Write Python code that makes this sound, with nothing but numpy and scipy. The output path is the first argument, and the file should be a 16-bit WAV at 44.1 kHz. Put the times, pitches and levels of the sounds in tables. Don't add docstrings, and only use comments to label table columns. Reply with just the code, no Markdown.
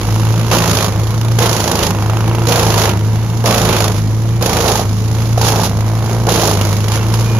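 import sys
import numpy as np
from scipy import signal
from scipy.fft import rfft, irfft
from scipy.io import wavfile
from scipy.ndimage import uniform_filter1d, minimum_filter1d, map_coordinates

SR = 44100
rng = np.random.default_rng(int(sys.argv[2]) if len(sys.argv) > 2 else 0)


def unload_wav(signal):
    wavfile.write(
        sys.argv[1],
        SR,
        np.round(np.clip(np.atleast_2d(signal).T, -1, 1) * 32767).astype(np.int16),
    )


def to_linear_factor(level_db):
    exponent = np.asarray(level_db, float) / 20
    return 10 ** exponent


N = 325943
TIME = np.arange(N) / SR
BINS_HZ = np.maximum(np.arange(N // 2 + 1) * SR / N, 1)

ENGINE_CYCLES_PER_TURN = .9585
START_HZ, RECOVER_S, SAG_S, BELT_S = 26.401, .378, .502, .037
LAST_BITE_S, LAST_BITE_DB = 0.021, -16
RUMBLE_DB, RUMBLE_FEED_DB, SETTLE_S, TONE_DB_PER_HZ = -23, 3.5, 0.057, 0.06
PORT_SHIFT_RAD = .27

# start in seconds, feeding 0 or 1, knife angle in turns,
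# first knife's crack in dB, second knife's crack in dB.
STAGES = [(0, 0, .371, 5, 6), (.512, 1, .239, 8, 6), (.89, 0, .289, 7, -3), (1.385, 1, .246, 9, -3),
          (1.91, 0, .372, 6, 1), (2.47, 1, .24, 8, 2), (2.92, 0, .33, 2, -5), (3.44, 1, .24, 8, 1),
          (3.93, 0, .402, 0, 0), (4.41, 1, .242, 7, -2), (4.83, 0, .301, -3, 4), (5.375, 1, .254, 4, -1),
          (5.68, 0, .324, 2, 5), (6.268, 1, .261, 5, 3), (6.56, 0, .243, -1, 8), (6.9, 0, .312, 0, 2)]
STAGE_SPEED_HZ = [29.132, 24.16, 29.692, 24.309, 29.331, 24.11, 29.607, 24.173, 29.938, 23.409, 29.433,
                  22.984, 29.358, 20.0, 28.066, 29.145]
# rattle in dB, housing in dB, paddle tone in dB.
LEVELS = [(-32, -24.5, -13.5), (-22.5, -17.5, -18), (-34, -24, -13), (-23, -18, -18.5), (-34, -21.5, -12.5),
          (-23, -16, -15.5), (-37, -25.5, -13), (-22, -16, -15.5), (-38, -28, -12.5), (-22.5, -16.5, -19),
          (-35.5, -27, -14), (-25.5, -16, -16), (-36, -25, -13.5), (-21, -17.5, -16.5), (-31, -24, -14),
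          (-33.5, -22, -13)]
# middle in seconds, half length in seconds, rattle gain in dB,
# housing gain in dB, negative where it thins.
RUSHES = [(.53, 0.044, 6, 7), (0.763, 0.12, 1, -2), (1.435, 0.042, 5, 6.5), (1.845, 0.043, 3.5, 1.5),
          (2.534, 0.11, 4, 2), (2.81, 0.076, 4.5, 2.5), (3.48, 0.12, 2.5, 3), (3.958, 0.042, 10.5, 3),
          (4.686, 0.05, 3.5, 6), (5.213, 0.11, 3, 2.5), (5.467, 0.056, 8, 0), (5.649, 0.022, 9.5, 3.5),
          (6.11, .12, 4, 3.5), (6.457, 0.05, 1, 5), (6.622, 0.095, 5, 5.5), (6.717, 0.033, 3.5, 5),
          (6.933, 0.036, 13, -3), (7.16, 0.11, 5, -0.5), (2.47, 0.027, 1, -13), (3.446, 0.016, -10, -0.5),
          (4.408, 0.014, -6, -5), (5.403, 0.021, -5, -17), (6.28, 0.022, -6.5, 5), (2.92, 0.042, 1.5, 6),
          (3.89, 0.047, -6, -4.5), (5.668, 0.023, -3, -12), (0.878, 0.031, 1.5, 7)]
# start in seconds, end in seconds, pitch in Hz, peak in dB.
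WHINES = [
    (6.995, 7.03, 2700, -35),
    (7.248, 7.39, 2430, -34),
]
# multiple of the engine cycle, level in dB rms.
FIRING = [(2, -29.5), (3, -29.5), (4, -51), (5, -38), (6, -35.5), (7, -41), (8, -37)]
# multiple of the disc turn, level in dB.
PADDLES = [(2, -24.5), (4, 0), (5, -27), (6, -25), (7, -31), (8, -22.5), (12, -22), (16, -25)]
# multiple of the disc turn, level in dB rms.
CUT = [(2, -56), (6, -27.5), (7, -37.5), (13, -38.5), (14, -49), (16, -29.5), (17, -34.5)]
# frequency in Hz, level in dB per Hz.
RUMBLE = [(35, -60), (60, -22), (95, -4.5), (135, -12), (160, -4.5), (220, -9.5), (270, -15), (310, -26.5),
          (600, -120)]
# frequency in Hz, level in dB per Hz.
FEED_BODY = [(160, -23), (280, -29), (291, -10), (335, 0), (404, -4), (443, -3), (522, -1.5), (1200, -7),
             (1800, -18), (2340, -24), (3960, -120)]
# frequency in Hz, level in dB per Hz.
WAIT_BODY = [(160, -57), (280, -26), (327, -2.5), (394, -11.5), (433, -6.5), (551, -11), (753, -15),
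             (966, -13.5), (1800, -24.5), (2340, -24), (3960, -120)]
# pitch in Hz, first knife's peak in dB, second knife's
# peak in dB, both over the housing.
LOG_KNOCKS = [(1000, 12, 3), (1150, 6, 6), (900, 7, 0), (900, 10, 2), (1000, 13, -1), (800, 9, 3),
              (1000, 6, 0), (700, 9, 3), (900, 3, 2), (800, 12, 4), (850, 6, 5), (820, 14, 8),
              (800, 11, 10), (800, 13, 9), (900, 5, 8), (1050, 6, 6)]
# ratio to the knock pitch, width in Hz, level in dB.
FEED_KNOCK = [(0.551, 88, -13), (1, 195, 0), (1.45, 300, -38), (4.4, 600, -21.5)]
# ratio to the knock pitch, width in Hz, level in dB.
WAIT_KNOCK = [(.95, 240, 0), (1.25, 240, -6), (2.73, 220, -7)]
# time in seconds, peak in dB, pitch in Hz.
THUDS = [(0.514, -8, 641), (1.641, -9, 711), (1.677, -7, 848), (1.826, -8, 563), (1.866, -8, 880),
         (2.487, -8, 549), (2.593, -8, 708), (2.63, -9, 455), (2.816, -6, 458), (3.691, -4, 444),
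         (3.804, -9, 627), (4.426, -5, 557), (4.461, -5, 447), (4.569, -7, 506), (4.604, -7, 474),
         (4.642, -5, 452), (4.716, -3, 447), (4.755, -4, 842), (4.794, -5, 713), (5.378, -3, 721),
         (5.413, -5, 856), (5.484, -6, 856), (5.558, -7, 727), (5.596, -5, 880), (5.635, -6, 883),
         (6.27, -8, 711), (6.287, -4, 875), (6.322, -3, 447), (6.395, -4, 573), (6.611, -11, 484)]
# time in seconds, peak in dB, ring of the chip in Hz.
BLOWS = [(0.5132, -7, 2680), (0.6953, -8, 6400), (0.7701, -5, 3680), (0.8066, -7, 3290), (1.3882, -9, 6160),
         (1.4232, -6, 3820), (1.4586, -4, 3240), (1.6407, -9, 3350), (1.7539, -7, 4850), (1.8292, -7, 3070),
         (2.3486, -17, 2680), (2.4867, -6, 6110), (2.5222, -5, 2800), (2.5576, -7, 4300), (2.594, -6, 3750),
         (2.7786, -7, 3560), (3.458, -7, 5760), (3.5084, -6, 3030), (3.69, -7, 4080), (3.8043, -7, 4490),
         (4.4248, -7, 5190), (4.4598, -7, 3730), (4.5685, -8, 4030), (5.3777, -16, 5970),
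         (5.4136, -10, 5380), (6.2891, -9, 4750), (6.6119, -10, 2850), (6.8823, -11, 2910),
         (6.9187, -12, 4510), (7.1392, -11, 5160)]
# frequency in Hz,
# level in dB per Hz.
RATTLE = [(1000, 1.5), (1700, -3.5), (2110, -4.5), (2700, -1.5), (5100, -1.5), (6780, -1), (7170, -5),
          (8190, -31), (9260, -11), (11100, -4.5), (13300, -14.5), (15200, -15.5), (15900, -30),
          (16400, -56)]
DULL_DB = [2, 0, .6, 0.5, 3, 1.4, 0, 1.5, 1.5, -1.4, -2.5, -4, -0.5, -3.5, -.6, .6]
# frequency in Hz, likeness from 0 to 1.
LIKENESS = [(60, .97), (250, .95), (640, .87), (1410, .6), (3100, .25), (6800, 0)]
# frequency in Hz, level difference in dB.
LEFT_OVER_RIGHT = [(60, 0.5), (110, 0.0), (200, -2.5), (380, -2.0), (700, -2.5), (1290, -3.5), (2380, -6.5),
                   (4400, -4.0), (8120, -8.5), (15000, -9.0)]


def over_hz(rows):
    hz, value = np.transpose(rows)
    return np.interp(np.log(BINS_HZ), np.log(hz), value)


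def colour(x, rows, lo_hz, hi_hz):
    spectrum = rfft(x) * to_linear_factor(over_hz(rows))
    band = spectrum[..., (BINS_HZ > lo_hz) & (BINS_HZ < hi_hz)]
    return irfft(spectrum, N) * N / np.sqrt(2 * np.sum(abs(band) ** 2) / len(x))


def decay(x, seconds):
    return signal.lfilter([1], [1, -np.exp(-1 / (seconds * SR))], x)


def lag(x, seconds):
    return x[0] + decay(x - x[0], seconds) * (1 - np.exp(-1 / (seconds * SR)))


def linger(db, seconds):
    power = to_linear_factor(db) ** 2
    return np.sqrt(np.maximum(power, decay(power, seconds) / (seconds * SR)))


def walk(rate):
    k = int(SR / rate)
    steps = np.repeat(rng.standard_normal(N // k + 1), k)
    return 1.57 * uniform_filter1d(uniform_filter1d(steps, k), k)[:N]


def away_from(times):
    marks = np.zeros(N)
    marks[(times * SR).astype(int)] = 1
    return uniform_filter1d(marks, size=500) < 1e-6


def port_noise():
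    alike = np.clip(over_hz(LIKENESS), 0, 1)
    mid, side = rfft(rng.standard_normal((2, N)))
    opposite = np.array([[1], [-1]])
    return irfft(np.sqrt(1 + alike) * mid + np.sqrt(1 - alike) * side * opposite, N)


def per_turn(turns, lasts):
    pattern = rng.standard_normal((int(turns[-1] / lasts) + 2, 1600))
    return map_coordinates(pattern, [turns / lasts, turns % 1 * 1599], order=1) * 1.5


def tones(rows, turns, wobble_db, wobble_turns):
    out = np.zeros(N)
    for multiple, db in rows:
        level = to_linear_factor(db + wobble_db * walk(9)) * np.sqrt(2)
        out += level * np.cos(2 * np.pi * (multiple * turns + wobble_turns * walk(7)))
    return out


def disc_speed(stage):
    hz, now = np.empty(N), START_HZ
    for k, goal in enumerate(STAGE_SPEED_HZ):
        here = stage == k
        start_s, is_feeding = STAGES[k][:2]
        slowness_s = SAG_S if is_feeding else RECOVER_S
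        hz[here] = goal + (now - goal) * np.exp(-(TIME[here] - start_s) / slowness_s)
        now = hz[here][-1]
    return lag(hz, BELT_S)


def levels(hz, feeding, stage):
    rattle_db, housing_db, tone_db = np.transpose(LEVELS)[:, stage]
    left_s = np.append(np.transpose(STAGES)[0, 1:], np.inf)[stage] - TIME
    thinning = LAST_BITE_DB * feeding * np.exp(-left_s / LAST_BITE_S)
    rush = sum(np.outer(db, np.clip(1 - abs(TIME - s) / half, 0, 1)) for s, half, *db in RUSHES)
    tone_db = lag(tone_db, SETTLE_S) + TONE_DB_PER_HZ * (hz - 27.3)
    tone_db = tone_db - 9 * np.exp(-TIME / 0.03)
    rumble_db = RUMBLE_DB + RUMBLE_FEED_DB * lag(feeding, SETTLE_S)
    return rattle_db + thinning + rush[0], housing_db + thinning + rush[1], tone_db, rumble_db


def whines():
    out = np.zeros(N)
    for start, end, hz, db in WHINES:
        fade = np.clip(np.minimum(TIME - start, end + 0.016 - TIME) / 0.0064, 0, 1)
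        out += to_linear_factor(db) * fade * np.sin(2 * np.pi * hz * TIME)
    return out


def air_rumble(turns, rumble_db):
    air = .65 * port_noise() + .6 * per_turn(turns, 5.)
    return to_linear_factor(rumble_db - 1.5) * colour(air, RUMBLE, 100, 280)


def engine(turns):
    return tones(FIRING, ENGINE_CYCLES_PER_TURN * turns, 1.9, 0.013)


def fan(turns, tone_db):
    return to_linear_factor(tone_db) * tones(PADDLES, turns - .082, .8, 0.008)


def cut_hum(turns, feeding):
    return feeding * tones(CUT, turns, 3.7, 0.1)


def knives(turns, hz, stage):
    angle, *crack_db = np.transpose(STAGES)[2:, stage]
    thud_db = np.transpose(LOG_KNOCKS)[1:, stage]
    passes = np.floor(2 * (turns - angle + .055 * (hz - 26)) + 2).astype(int)
    chance = rng.standard_normal((passes.max() + 1, 2))[passes].T
    meets = np.diff(passes, prepend=passes[0]) == 1
    cracks = meets * to_linear_factor(np.choose(passes % 2, crack_db) + 1.5 * chance[0])
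    thuds = meets * to_linear_factor(np.choose(passes % 2, thud_db) + .9 * chance[1])
    return cracks, thuds


def big_cracks(cracks, rattle_db):
    s, peak_db, _ = np.transpose(BLOWS)
    at = (s * SR).astype(int)
    out = cracks * away_from(s)
    out[at] = to_linear_factor(peak_db - rattle_db[at] - 6.0)
    return out


def chip_flurry(hits, per_second, spread_db, grain_s, burst_s, burst):
    chips = (rng.random(N) < per_second / SR) * to_linear_factor(spread_db * rng.exponential(size=N))
    stream = np.sqrt(decay(chips ** 2, grain_s))
    shower = decay(decay(hits ** 2, burst_s), .0002) / (.0002 * SR)
    flurry = stream * np.sqrt(1 + burst * shower)
    return flurry / np.sqrt(uniform_filter1d(flurry ** 2, size=4800))


def log_knocks(thuds, stage):
    out, push = np.zeros(N), uniform_filter1d(thuds, size=7)
    for k, (hz, _, _) in enumerate(LOG_KNOCKS):
        here = stage == k
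        modes = FEED_KNOCK if STAGES[k][1] else WAIT_KNOCK[:3 if hz > 950 else 2]
        for ratio, width, db in modes:
            pole = np.exp((2j * ratio * hz - width) * np.pi / SR)
            out[here] += to_linear_factor(db) * signal.lfilter([1], [1, -pole], push[here]).imag
    return out


def housing(cracks, thuds, turns, feeding, stage):
    noise = 0.73 * port_noise() + 0.66 * per_turn(turns, 7.)
    clatter = noise * chip_flurry(cracks, 1200., 1.25, 0.0056, 0.0035, 0.069)
    boom = feeding * colour(clatter, FEED_BODY, 300, 1500)
    boom = boom + (1 - feeding) * colour(clatter, WAIT_BODY, 300, 1500)
    return to_linear_factor(-3.5) * boom + log_knocks(thuds, stage)


def big_thuds():
    out, t = np.zeros(N), TIME[:900]
    shape = np.exp(-t / .0028) * (1 - np.exp(-t / .0004))
    for s, db, hz in THUDS:
        partner = .5 * np.sin(2 * np.pi * 1.63 * hz * t) * np.exp(-t / 0.002)
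        ring = np.sin(2 * np.pi * hz * t) + partner
        out[int(s * SR):int(s * SR) + 900] += to_linear_factor(db + 3) * ring * shape
    return out


def chip_rings():
    out, t = np.zeros(N), TIME[:900]
    shape = np.exp(-t / .003) * (1 - np.exp(-t / .0005))
    for s, db, hz in BLOWS:
        out[int(s * SR):int(s * SR) + 900] += to_linear_factor(db - 6.5) * np.sin(2 * np.pi * hz * t) * shape
    return out


def splinters(cracks):
    out, t = np.zeros(N + 400), TIME[:400]
    shape = np.exp(-t / .0018) * (1 - np.exp(-t / .0003))
    at = np.flatnonzero(cracks)
    pitches_hz = 1300 * 4.5 ** rng.random(len(at))
    for i, hz in zip(at, pitches_hz):
        out[i:i + 400] += cracks[i] * np.sin(2 * np.pi * hz * t) * shape
    return out[:N]


def chip_colour(x, stage):
    dull = signal.sosfilt(signal.butter(2, 3600, fs=SR, output="sos"), x)
    dull_db = lag(np.array(DULL_DB)[stage], .02) + 1.5 * walk(25)
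    return x + (to_linear_factor(dull_db) - 1) * dull


def rattle(cracks, stage):
    clatter = port_noise() * chip_flurry(cracks, 2500., 2.2, .0025, .0035, 1.8)
    return chip_colour(colour(clatter, RATTLE, 2000, 7000), stage)


def scene():
    stage = np.searchsorted(np.transpose(STAGES)[0], TIME, side="right") - 1
    hz = disc_speed(stage)
    turns = np.cumsum(hz) / SR
    feeding = uniform_filter1d(np.transpose(STAGES)[1, stage], size=300)
    rattle_db, housing_db, tone_db, rumble_db = levels(hz, feeding, stage)
    cracks, thuds = knives(turns, hz, stage)
    cracks = big_cracks(cracks, rattle_db)
    thuds = thuds * away_from(np.transpose(THUDS)[0])

    machine = fan(turns, tone_db) + engine(turns) + cut_hum(turns, feeding) + whines()
    rumble = air_rumble(turns, rumble_db)
    body = linger(housing_db, 0.023) * housing(cracks, thuds, turns, feeding, stage)
    blows = big_thuds() + chip_rings()
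    chips = rattle(cracks, stage) + to_linear_factor(-8.5) * splinters(cracks)
    return machine + rumble + body + blows + linger(rattle_db + 1.72, 0.012) * chips


def roll_off(x):
    return signal.sosfilt(signal.butter(12, 16500, fs=SR, output="sos"), x)


def record(dry):
    tilt = to_linear_factor(over_hz(LEFT_OVER_RIGHT) / 2)
    late = np.exp(-2j * np.pi * BINS_HZ * 2 / SR - 1j * PORT_SHIFT_RAD)
    ports = irfft(rfft(dry) * np.array([tilt * late, 1 / tilt]), N)
    ports = signal.sosfilt(signal.butter(6, 47, "high", fs=SR, output="sos"), ports)
    allowed = np.minimum(1, .97 / (abs(ports).max(axis=0) + 1e-9))
    gain = uniform_filter1d(minimum_filter1d(allowed, size=61), size=60)
    return roll_off(gain * ports)


dry = scene()
out = record(dry)
unload_wav(out)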